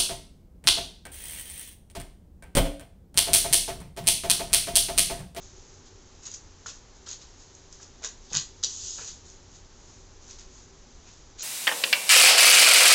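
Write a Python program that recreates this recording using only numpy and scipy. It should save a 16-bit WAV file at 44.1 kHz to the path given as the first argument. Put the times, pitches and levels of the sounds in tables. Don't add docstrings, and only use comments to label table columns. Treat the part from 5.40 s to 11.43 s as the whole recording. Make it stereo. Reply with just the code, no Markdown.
import sys
import numpy as np
from scipy import signal
from scipy.fft import rfft, irfft
from scipy.io import wavfile
from scipy.ndimage import uniform_filter1d

SR = 44100
rng = np.random.default_rng(int(sys.argv[2]) if len(sys.argv) > 2 else 0)


def int16_out(signal):
    q = np.round(np.clip(np.atleast_2d(signal).T, -1, 1) * 32767)
    wavfile.write(sys.argv[1], SR, q.astype(np.int16))


N = 265923


def undb(db):
    return 10 ** (np.asarray(db) / 20)


def unit(x):
    return x / np.sqrt(np.mean(x ** 2))


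def above(x, hz):
    return signal.sosfilt(signal.butter(6, hz, "high", fs=SR, output="sos"), x)


def resonate(x, modes):
    out = 0
    for hz, width, db in modes:
        out = out + undb(db) * signal.lfilter(*signal.iirpeak(hz, hz / width, fs=SR), x)
    return out


def ring(x, modes):
    answer = resonate(signal.unit_impulse(4096), modes)
    return resonate(x, modes) / np.sqrt(np.sum(answer ** 2))


def near(modes, hz, fall_db):
    return [(f, width, db - fall_db * abs(np.log2(f / hz))) for f, width, db in modes]


def flicker(rate):
    hold = int(SR / rate)
    steps = np.repeat(rng.standard_normal(N // hold + 1), hold)
    return unit(uniform_filter1d(steps, hold)[:N])


def bursts(rows, decay_s, push_s, size):
    out = np.zeros(N + size)
    decay = np.exp(-np.arange(size) / SR / decay_s)
    push = np.hanning(3 + int(push_s * SR))
    for s, db, modes in rows:
        spit = rng.standard_normal(size) * decay
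        blow = resonate(np.convolve(spit, push)[:size], modes)
        start = int(s * SR)
        out[start:start + size] += undb(db) * blow / np.abs(blow).max()
    return out[:N]


def card(hiss, body, low):
    return above(hiss, 4500) + above(body, 3000) + low


# (frequency [Hz], relative level [dB])
HUM_COLOUR = [(10, -8), (22, 5), (89, -6), (190, -16.5), (387, -12.5), (693, -21), (790, -17.5),
              (1300, -22), (2590, -27.5), (4600, -25), (6500, -18.5), (7600, -27.5), (8600, -61.5)]
# (frequency [Hz], width [Hz], level about which it swells [dB])
ROOM_DRONES = [(27, 14.3, -59), (89.5, 6.7, -60.5), (154.4, 32, -70.5), (241, 16, -68.5), (382, 11.4, -66)]


def hum(level_db=-51.5, swell_db=2.5, swell_hz=2.55):
    f = np.arange(1, N // 2 + 2) * SR / N
    colour_hz, colour_db = np.transpose(HUM_COLOUR)
    shape = undb(np.interp(np.log(f), np.log(colour_hz), colour_db))
    out = undb(level_db) * unit(irfft(rfft(rng.standard_normal(N)) * shape, N))
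    for hz, width, db in ROOM_DRONES:
        swell = undb(db + swell_db * flicker(swell_hz))
        out += swell * ring(rng.standard_normal(N), [(hz, width, 0)])
    return out


def room(x, level_db=-5, t60_s=0.27, gap_s=0.005):
    t = np.arange(SR // 2) / SR
    decay = np.exp(-np.log(1000) * t / t60_s)
    tail = rng.standard_normal(len(t)) * decay * np.clip(t / gap_s, 0, 1)
    tail = undb(level_db) * tail / np.sqrt(np.sum(tail ** 2))
    return signal.fftconvolve(x, tail)[:N]


# (time [s], peak level [dB], favoured ring [Hz])
TABLE_TAPS = [(1.26, -29.5, 1260), (1.281, -45, 1450), (1.67, -42.5, 1250), (2.4, -47.5, 1410),
              (2.618, -43.5, 604), (2.637, -43.5, 514), (2.645, -32, 1520), (2.915, -40, 447),
              (2.941, -33, 1160), (2.949, -32, 1750), (2.968, -39, 1700), (2.987, -45.5, 1600),
              (3.229, -41, 1300), (3.585, -39, 1300), (3.588, -45, 477), (3.594, -36, 1100),
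              (3.604, -42.5, 1100), (3.612, -44, 500), (3.632, -44, 1400)]
# (time [s], peak level [dB])
HAND_THUDS = [(2.915, -38.5), (2.941, -37), (2.962, -33), (3.586, -49)]
# (frequency [Hz], width [Hz], weight [dB])
TABLE_TOP_MODES = [(444, 51, 9), (610, 150, 0), (1160, 160, -19), (1363, 200, -6.5), (1630, 150, 1.5)]
TABLE_DEEP_MODES = [(99, 20, -4), (144, 26, 3), (185, 40, -7)]


def knocks(touch_s=0.0032):
    top = [(s, db, near(TABLE_TOP_MODES, hz, fall_db=31)) for s, db, hz in TABLE_TAPS]
    deep = [(s, db, TABLE_DEEP_MODES) for s, db in HAND_THUDS]
    taps = bursts(top, touch_s, push_s=0.00074, size=1024)
    thuds = bursts(deep, touch_s, push_s=0.0049, size=4096)
    return taps + thuds


# (time [s], crack peak before its high-pass [dB], favoured ring [Hz], card body re crack [dB])
EDGE_SNAPS = [(0.8545, -30, 6700, -12), (0.8614, -29, 6970, -22), (0.8668, -24, 6700, -20),
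              (0.915, -28, 7500, -22), (0.9438, -26, 7000, -24), (1.2685, -28, 7000, -6),
              (1.283, -31, 6420, -10), (1.295, -31, 6720, -13), (1.301, -32, 6560, -16),
              (1.6736, -34, 6380, -13), (1.6884, -28, 6140, -19), (1.713, -25, 5440, -16),
              (1.7258, -30, 5470, -17), (2.15, -37, 6590, -21), (2.3261, -29, 5360, -20),
              (2.4295, -33, 6100, -24), (2.639, -27, 6500, -5), (2.6454, -17.5, 6540, -11),
              (2.648, -19, 6320, -20), (2.6724, -26, 6500, -20), (2.656, -26, 6130, -18),
              (2.6594, -22.5, 6370, -24), (2.9244, -30, 6520, -24), (2.9318, -17, 6860, -11),
              (2.9451, -18, 6320, -15), (2.9508, -15, 6300, -0.5), (2.9699, -9, 6360, -8),
              (2.9804, -19.5, 6780, -13.5), (3.2295, -23, 5170, -15), (3.236, -16, 6490, -6),
              (3.239, -17, 6450, -16), (3.2415, -20.5, 6480, -16), (3.2448, -7.5, 6280, -25),
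              (3.2534, -22.5, 6850, -18), (3.6766, -25.5, 6000, -25), (3.9, -38, 6640, -18),
              (4.88, -36, 6000, -18), (4.91, -31, 5660, -23), (4.995, -35, 6200, -10),
              (5.995, -27, 6420, -18), (6.0214, -20, 6450, -21)]
# (frequency [Hz], width [Hz], weight [dB])
HISS_MODES = [(5400, 410, 5.5), (6065, 270, 12.5), (6600, 260, 15), (6480, 270, -7), (6940, 480, -28.5)]
BODY_MODES = [(3070, 550, 0), (3520, 570, -2), (4050, 760, 4), (4770, 830, 4)]
LOW_MODES = [(554, 150, 4.5), (1110, 270, -3.5), (1460, 320, -5.5), (1920, 540, -6.5), (2450, 250, -2.5)]


def snaps(crack_s=0.0012, low_db=-26.5):
    edge = [(s, db, near(HISS_MODES, hz, fall_db=44)) for s, db, hz, _ in EDGE_SNAPS]
    body = [(s, db + body_db, BODY_MODES) for s, db, _, body_db in EDGE_SNAPS]
    low = [(s, db + low_db, LOW_MODES) for s, db, _, _ in EDGE_SNAPS]
    return card(*(bursts(rows, crack_s, push_s=0, size=512) for rows in (edge, body, low)))


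def stroke(grain, grit, s, db, body_db, low_db, body_hz, grain_db):
    span = slice(int(s[0] * SR), min(int(s[-1] * SR), N))
    t = np.arange(span.start, span.stop) / SR
    force = undb(np.interp(t, s, db)) * unit(undb(grain_db * grain[span]))
    force = force * np.clip(np.minimum(t - s[0], s[-1] - t) / 0.002, 0, 1)
    colours = [(0, HISS_MODES, 6400), (body_db, BODY_MODES, body_hz), (low_db, LOW_MODES, 1530)]
    bands = []
    for noise, (re_db, modes, hz) in zip(grit, colours):
        bands.append(undb(re_db) * ring(force * noise[span], near(modes, hz, fall_db=8.5)))
    return span, bands


# (start [s], rise [s], hold [s], fall [s],
# hiss at full level [dB], card body re hiss [dB], low scuff re hiss [dB], favoured body ring [Hz])
CARD_RUBS = [(0.0, 0.021, .02, 0.13, -50.5, -7, -22, 4300), (0.08, .06, 0.23, .1, -60.5, -8.5, -20, 4300),
             (0.433, 0.033, .01, .04, -57, -1.5, -18, 4300), (0.803, 0.028, .015, .03, -48, -15, -13, 4300),
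             (0.848, 0.0064, .025, .03, -42.5, -5.5, -12.5, 4300),
             (0.89, 0.021, 0.016, 0.056, -46, -7, -18, 4300),
             (0.937, .003, 0.003, 0.043, -36.5, -13, -19, 5100),
             (1.258, 0.0035, 0.039, 0.035, -41.5, -5, -11, 3400),
             (1.313, .02, .03, 0.099, -54.5, -10, -14, 4300),
             (1.552, .012, .005, 0.036, -58, -6, -18, 4300),
             (1.658, 0.0075, 0.069, 0.049, -43, -3.5, -13, 4200),
             (1.796, 0.018, 0.021, .04, -53, 0, -10, 4740), (1.936, 0.064, .02, .12, -55, -6.5, -14, 4300),
             (2.138, 0.0081, .005, 0.075, -59, -9, -16, 4300),
             (2.311, .01, 0.023, 0.044, -55, -8, -14, 4700),
             (2.373, .05, .005, 0.058, -46.5, -9, -14, 3300),
             (2.621, 0.021, 0.0076, 0.031, -34.5, -5, -6.5, 3100),
             (2.64, .008, .015, .04, -40, -3.5, -12.5, 3100),
             (2.776, .07, 0.061, 0.032, -58.5, -3.5, -18, 4300),
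             (2.888, .015, 0.023, .02, -56, 6, -13, 4700), (2.921, 0.0059, 0.033, .03, -41, -2.5, -3, 3900),
             (2.936, 0.027, 0.013, 0.05, -32, 3, -10.5, 4200),
             (3.226, 0.011, 0.013, 0.032, -33.5, 5, -16.5, 4300),
             (3.576, .006, .04, .05, -55.5, -3, 5.5, 4300), (3.664, .013, .008, .07, -41, -3, -13, 4300),
             (3.839, .016, 0.036, .16, -52.5, -7.5, -20, 4700),
             (4.07, 0.082, 0.011, 0.066, -53, -6.5, -16, 4300),
             (4.267, 0.18, 0.15, .08, -59, -11, -20, 4300), (4.803, 0.023, 0.026, .05, -54, -8, -16, 4700),
             (4.849, .052, 0.0045, 0.11, -46.5, -5, -12, 4700),
             (4.982, .003, 0.017, 0.082, -49, -4, -10, 3600),
             (5.065, 0.092, .02, 0.15, -53, -12, -16, 4000),
             (5.615, 0.059, 0.0093, 0.075, -57, -8, -1.5, 3600),
             (5.977, 0.014, 0.019, 0.037, -42.5, -2.5, -10.5, 4700),
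             (5.988, 0.039, .03, .03, -34.5, -5, -17, 4500)]
# (time [s], hiss level [dB])
LONG_SLIDE = [(3.25, -56), (3.3, -38.5), (3.372, -40.5), (3.464, -36.5), (3.52, -38), (3.578, -40.5),
              (3.666, -41.5), (3.72, -50.5), (3.78, -65)]
FADE_DB = 22
GRAIN_DB, GRAIN_PER_DB, GENTLE_DB = 1.4, 0.08, -51


def rubs():
    grain, grit = flicker(400), rng.standard_normal((3, N))
    rustle_db = -67 + 4 * flicker(9)
    rustle = (np.arange(N) / SR, rustle_db, -3.5, -19.5, 4300, GRAIN_DB)
    slide = (*np.transpose(LONG_SLIDE), -8.5, -26.5, 4380, 1.1)
    moves = [rustle, slide]
    for start, rise, hold, fall, db, *colour in CARD_RUBS:
        times = start + np.cumsum([0, rise, hold, fall])
        levels = db - FADE_DB * np.array([1, 0, 0, 1])
        grain_db = GRAIN_DB + GRAIN_PER_DB * max(db - GENTLE_DB, 0)
        moves.append((times, levels, *colour, grain_db))
    out = np.zeros((3, N))
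    for k, move in enumerate(moves):
        own_grit = np.roll(grit, 997 * k, axis=1)
        span, bands = stroke(grain, own_grit, *move)
        out[:, span] += bands
    return card(*out)


def scene():
    cards = rubs() + snaps() + knocks()
    return np.tile(cards + room(cards) + hum(), (2, 1))


def record(dry):
    soft = signal.sosfilt(signal.ellip(4, 1, 24, 7600, fs=SR, output="sos"), dry)
    return signal.sosfilt(signal.ellip(10, 0.5, 45, 8500, fs=SR, output="sos"), soft)


dry = scene()
out = record(dry)
int16_out(out)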